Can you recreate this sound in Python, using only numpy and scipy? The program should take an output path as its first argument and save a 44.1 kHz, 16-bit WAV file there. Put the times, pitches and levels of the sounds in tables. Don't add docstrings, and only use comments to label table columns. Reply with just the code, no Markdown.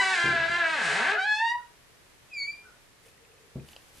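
import sys
import numpy as np
from scipy import signal
from scipy.fft import rfft, irfft
from scipy.io import wavfile
from scipy.ndimage import uniform_filter1d

SR = 44100
rng = np.random.default_rng(int(sys.argv[2]) if len(sys.argv) > 2 else 0)


def wav_record(signal):
    frames = np.transpose(np.atleast_2d(signal))
    bounded = np.clip(frames, -1, 1)
    quanta = np.round(bounded * 32767).astype(np.int16)
    wavfile.write(sys.argv[1], SR, quanta)


N = 176400
TIME = np.arange(N) / SR
SIDES = np.array([[1], [-1]])
TOP_HZ = 14500


def gain(db):
    return 10 ** (np.asarray(db) / 20)


def unit(x):
    return x / np.sqrt(np.mean(x ** 2))


def curves(rows):
    times, *columns = np.array(rows, float).T
    return [np.interp(TIME, times, column) for column in columns]


def during(rows):
    return uniform_filter1d(1. * ((TIME >= rows[0][0]) & (TIME <= rows[-1][0])), size=300)


def gain_at(points, hz):
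    freqs, db = np.array(points, float).T
    return gain(np.interp(np.log(np.maximum(hz, 1)), np.log(freqs), db))


def colour(x, points):
    size = 4096
    cepstrum = irfft(np.log(unit(gain_at(points, np.fft.rfftfreq(size, 1 / SR)))))
    cepstrum[1:size // 2] *= 2
    cepstrum[size // 2 + 1:] = 0
    return signal.fftconvolve(x, irfft(np.exp(rfft(cepstrum))))[:N]


def low(x, hz):
    return signal.sosfiltfilt(signal.butter(2, hz, fs=SR, output="sos"), x)


def ring(x, hz, width_hz):
    return signal.lfilter(*signal.iirpeak(hz, hz / width_hz, SR), x)


def noise():
    return rng.standard_normal(N)


def wobble(per_second):
    hold = int(SR / per_second)
    return unit(uniform_filter1d(noise()[np.arange(N) // hold], hold))


def fade(start, decay):
    age = TIME - start
    return (age >= 0) * np.exp(-np.abs(age) / decay)


def room(x, echo_db, left_db=0):
    bass_s, treble_s, width = 0.29, 0.26, 0.57
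    t = TIME[:SR // 2]
    echoes = []
    for hiss in rng.standard_normal((2, len(t))):
        bass = low(hiss, 3200)
        tail = (bass * gain(-60 * t / bass_s) + (hiss - bass) * gain(-60 * t / treble_s)) * (t > .002)
        echoes.append(signal.fftconvolve(x, tail / np.linalg.norm(tail))[:N] * gain(echo_db))
    stereo = x + echoes[0] + SIDES * width * echoes[1]
    return stereo / np.hypot(1, gain(echo_db)) * gain(SIDES * left_db / 2)


# f/Hz, level/dB
ROOM_COLOUR = [(15, -30), (25, 3), (49, -4.5), (108, -3.5), (157, -5.5), (210, -9.5), (340, -8.5),
               (455, -7), (818, -11.5), (934, -11), (1010, -10.5), (1550, -11.5), (1770, -10), (3180, -15),
               (7260, -19.5), (11100, -21.5), (14500, -30)]

def room_noise():
    middle, side = (colour(noise(), ROOM_COLOUR) for _ in range(2))
    side -= 0.22 * low(side, 1500)
    return gain(-60.5 + .5 * wobble(2.5)) * (middle + side * SIDES)


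# t/s, level/dB
TICKS = [(3.687, -43.5), (3.732, -45), (3.7632, -39)]
# f/Hz, level/dB
TICK_COLOUR = [(200, -10), (900, 5.5), (1800, -19), (3000, 7.5), (3900, -5), (4700, -3), (5800, -14),
               (13000, -27)]
# t/s, half length/s, level/dB
RUSTLES = [(3.07, 0.042, -62), (3.701, 0.061, -59.5), (3.846, 0.056, -63.5), (3.979, 0.042, -56.5)]
# f/Hz, level/dB
RUSTLE_COLOUR = [(100, 7), (450, -1.5), (900, -7), (3000, -2.5), (6000, -6), (10000, -4), (14000, -11)]

def ticks_and_rustles():
    bursts = sum(gain(db) * fade(start, decay=0.0029) for start, db in TICKS)
    swells = sum(gain(db) * np.exp(-((TIME - peak) / half) ** 2) for peak, half, db in RUSTLES)
    ticks = colour(noise() * bursts, TICK_COLOUR)
    return ticks + colour(noise() * swells * gain(3 * wobble(200)), RUSTLE_COLOUR)


# t/s, level/dB
RUB = [(2.5, -87), (2.65, -66), (2.75, -97), (3.02, -84), (3.06, -62), (3.11, -77), (3.25, -67),
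       (3.42, -63.5), (3.55, -70), (3.8, -78), (4, -80)]
# t/s, level/dB, f/Hz
PIPS = [(3.05, -52, 2100), (3.082, -51, 2530), (3.114, -58, 2620), (3.146, -56, 2620), (3.179, -51, 1960),
        (3.25, -52, 2550), (3.317, -54, 2540), (3.381, -53, 2530), (3.598, -50, 2500)]

def easing_door():
    rub = noise()
    for _ in range(2):
        rub = ring(rub, hz=447, width_hz=67)
    pips = sum(gain(db) * fade(start, decay=0.0028) * np.sin(2 * np.pi * hz * (TIME - start))
               for start, db, hz in PIPS)
    return unit(rub) * gain(curves(RUB)[0]) + pips


# t/s, length/s, top f/Hz, level/dB
CHIRPS = [(1.565, .075, 1490, -57), (2.62, .1, 1490, -53)]

def chirps():
    out = np.zeros(N)
    for start, length, top_hz, db in CHIRPS:
        arch = np.sin(np.pi * np.clip((TIME - start) / length, 0, 1))
        hz = top_hz * (1 - .17 * (1 - arch) + 0.0295 * wobble(400))
        out += gain(db) * arch * np.sin(2 * np.pi * np.cumsum(hz) / SR)
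    return out


# t/s, ring level/dB, ring length factor, rattle level/dB, rattle decay/s
THUMPS = [(.242, -37, 2.3, -32, 0.082), (0.497, -42.5, 1.1, -55, .06), (3.558, -32.5, .55, -38, 0.027)]
# f/Hz, level/dB
RATTLE_COLOUR = [(25, -29), (60, -23), (130, 8.5), (200, 0), (290, -2), (420, 1.5), (600, -10),
                 (1000, -19.5), (2500, -45), (8000, -78)]
# f/Hz, base decay/s, level/dB
BOARD_NOTES = [(71.9, 0.096, -7), (109.5, .03, -7.5), (139.4, 0.057, -3.5), (161, 0.024, 1),
               (212.4, 0.017, -4), (384.4, 0.053, -8), (483, 0.046, -11.5)]

def thumps():
    rattle = sum(gain(db) * fade(start, decay) for start, _, _, db, decay in THUMPS)
    boards = sum(gain(db + note_db) * fade(start, decay * ringing) * np.sin(2 * np.pi * hz * (start - TIME))
                 for start, db, ringing, _, _ in THUMPS for hz, decay, note_db in BOARD_NOTES)
    boards -= low(boards, 69.4)
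    return colour(noise() * rattle, RATTLE_COLOUR) + low(boards, 700)


def hinge_tone(rows, overtones, pitch_wobble, flutter_db):
    hz, base_db, octave_db, upper_db = curves(rows)
    phase = 2 * np.pi * np.cumsum(hz * (1 + pitch_wobble * wobble(500))) / SR
    midway_hz = rows[len(rows) // 2][1]
    out = np.zeros(N)
    for k in range(1, int(TOP_HZ / midway_hz) + 1):
        if k <= 2:
            level = gain(base_db if k == 1 else octave_db)
        else:
            level = gain(upper_db) * gain_at(overtones, k * hz)
        out += level * np.sin(k * phase) * gain(flutter_db * wobble(60.13))
    return np.sqrt(2) * out * during(rows)


# t/s, f/Hz, base note/dB, octave/dB, upper overtones/dB
SQUEAK = [(2.3, 2640, -63, -119, -88), (2.34, 2445, -42.5, -50.5, -63), (2.365, 2357, -37, -50.5, -53.5),
          (2.402, 2239, -36.5, -37.5, -55.5), (2.45, 2246, -38.5, -37, -55.5),
          (2.485, 2326, -35, -50, -58.5), (2.53, 2363, -42.5, -50, -69), (2.56, 2394, -51, -63, -73),
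          (2.65, 2386, -56.5, -76, -90), (2.69, 2410, -81, -82, -107)]
# f/Hz, level/dB
SQUEAK_TOP = [(6800, -1.5), (9200, -13.5), (11500, -19), (14000, -32)]

def squeak():
    return hinge_tone(SQUEAK, SQUEAK_TOP, pitch_wobble=0.0044, flutter_db=2)


# t/s, f/Hz, base note/dB, octave/dB, upper overtones/dB
SQUEAL = [(1.14, 625, -37.5, -52, -69), (1.19, 753.5, -36, -24.5, -42.5), (1.235, 773.3, -34, -32, -35),
          (1.262, 850, -41, -30.5, -44), (1.315, 846, -33.5, -23, -37), (1.37, 860, -38.5, -35.5, -33),
          (1.425, 910.3, -24.5, -25, -41.5), (1.5, 942.5, -31, -30.5, -35),
          (1.555, 968.3, -35, -41.5, -61.5), (1.6, 972.5, -45.5, -85, -80), (1.68, 959, -61, -83, -63)]
# f/Hz, level/dB
SQUEAL_TOP = [(2500, -1.5), (3600, -5), (4500, -9), (5500, -18.5), (8000, -26), (10000, -33.5),
              (13000, -65)]

def squeal():
    return hinge_tone(SQUEAL, SQUEAL_TOP, pitch_wobble=0.0054, flutter_db=1.48)


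# t/s, f/Hz, base note/dB, octave/dB, upper overtones/dB
WHINE = [(0, 988, -34.5, -26, -31.5), (.07, 978, -52.5, -39, -38), (.12, 912, -39, -32, -39.5),
         (.165, 805, -54, -29.5, -40), (.28, 797.4, -43.5, -32.5, -41), (.35, 754.4, -48, -40, -48.5),
         (.42, 714.3, -52, -55, -51), (.49, 778.3, -63, -42, -47.5), (.56, 811, -49, -43, -43),
         (.63, 752, -60, -42, -60), (.76, 592.6, -50, -42, -49)]
# f/Hz, level/dB
WHINE_TOP = [(2400, 2), (3300, -5.5), (4200, -3.5), (5500, -15.5), (8000, -19), (10500, -40), (13000, -59)]

def whine():
    return hinge_tone(WHINE, WHINE_TOP, pitch_wobble=0.00755, flutter_db=3)


# round trip/s, share fed back
DOOR_ECHOES = [(.00037, 0.43), (.00091, .6), (.0017, .6), (.0029, 0.83), (.0047, .5)]
# f/Hz, level/dB
DOOR_COLOUR = [(40, -62), (90, -38), (160, -7), (380, -20.5), (520, -11), (700, -6), (930, -9.5),
               (1060, -7.5), (1230, -6.5), (1420, -5.5), (1680, 0.5), (2000, -5.5), (2600, -11.5),
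               (3200, -13), (4100, -14), (5300, -21.5), (8000, -23), (10000, -30), (11300, -70)]
# f/Hz, width/Hz, level/dB
DOOR_NOTES = [(417, 29, 10.5), (660.6, 15.4, 1.5), (761, 21, 1.5), (935, 35, 3.5), (1528, 45, 3),
              (1660.5, 47, 4), (1735.6, 11.4, 2), (1875, 15, -10), (2090, 60, 3.5), (2279, 13, 1),
              (2540, 75, 3), (2763, 26, 3.5)]

def door(kicks):
    hz = np.fft.rfftfreq(2 * N, 1 / SR)
    spectrum = rfft(kicks, 2 * N)
    for trip, share in DOOR_ECHOES:
        delay = np.exp(-2j * np.pi * hz * trip)
        spectrum *= (delay - share) / (1 - share * delay)
    wood = colour(irfft(spectrum)[:N], DOOR_COLOUR)
    return unit(wood + sum(gain(db) * ring(wood, note, width) for note, width, db in DOOR_NOTES))


# t/s, f/Hz
SLIP_RATE = [(0, 383), (.115, 378), (.165, 342), (.26, 346), (.405, 330), (.47, 339), (.555, 351),
             (.63, 328), (.69, 324), (.73, 315), (.77, 280), (.81, 190), (.9, 135), (.96, 198), (1.02, 240),
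             (1.065, 356), (1.115, 437), (1.2, 375)]
# t/s, level/dB, treble/dB, unevenness as a share of the rate
CREAK = [(0, -27, 2.5, 0.0078), (.18, -25.5, 0.5, .012), (.3, -27, -7, .012), (.44, -25.5, -16, 0.015),
         (.505, -29.5, -6.5, 0.014), (.535, -26.5, -8, 0.011), (.63, -27, -11.5, 0.01),
         (.69, -27.5, -4.5, .008), (.78, -27.5, -4, 0.016), (.84, -28, 4.5, 0.067), (.93, -26, 3, .09),
         (1.02, -25.5, -3, .05), (1.12, -24.5, -6.5, 0.038), (1.17, -33.5, -27, 0.034),
         (1.21, -38.5, -17, 0.024)]

def creak():
    rate, = curves(SLIP_RATE)
    db, treble_db, unevenness = curves(CREAK)
    count = np.cumsum(rate * np.exp(unevenness * wobble(350))) / SR
    slips = np.flatnonzero(np.diff(np.floor(count)) > 0)
    late = (np.ceil(count[slips]) - count[slips]) / (count[slips + 1] - count[slips])
    strength = np.sqrt(SR / rate[slips]) * gain(-0.5 * noise()[:len(slips)])
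    kicks = np.zeros(N)
    for k in range(-7, 9):
        kicks[np.clip(slips + k, 0, N - 1)] += strength * np.sinc(k - late) * np.sinc((k - late) / 8)
    scrape = gain(-14) * unit(noise() * np.exp(-(count % 1) / 0.46))
    wood = door(kicks + scrape)
    body = low(wood, 4370)
    return (body + gain(treble_db) * (wood - body)) * gain(db) * during(CREAK)


def scene():
    hinges = room(creak(), echo_db=-4.5) + room(whine(), echo_db=-3.5)
    hinges += low(hinges, 2100) * (gain(SIDES * 1.5 / 2) - 1)
    return (hinges
            + room(squeal(), echo_db=-5, left_db=-0.8)
            + room(squeak(), echo_db=-6.5)
            + room(chirps(), echo_db=0)
            + room(thumps(), echo_db=-7)
            + room(ticks_and_rustles() + easing_door(), echo_db=-10.5)
            + room_noise())


def record(dry):
    return signal.sosfilt(signal.ellip(10, .1, 80, TOP_HZ, fs=SR, output="sos"), dry)


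dry = scene()
out = record(dry)
wav_record(out)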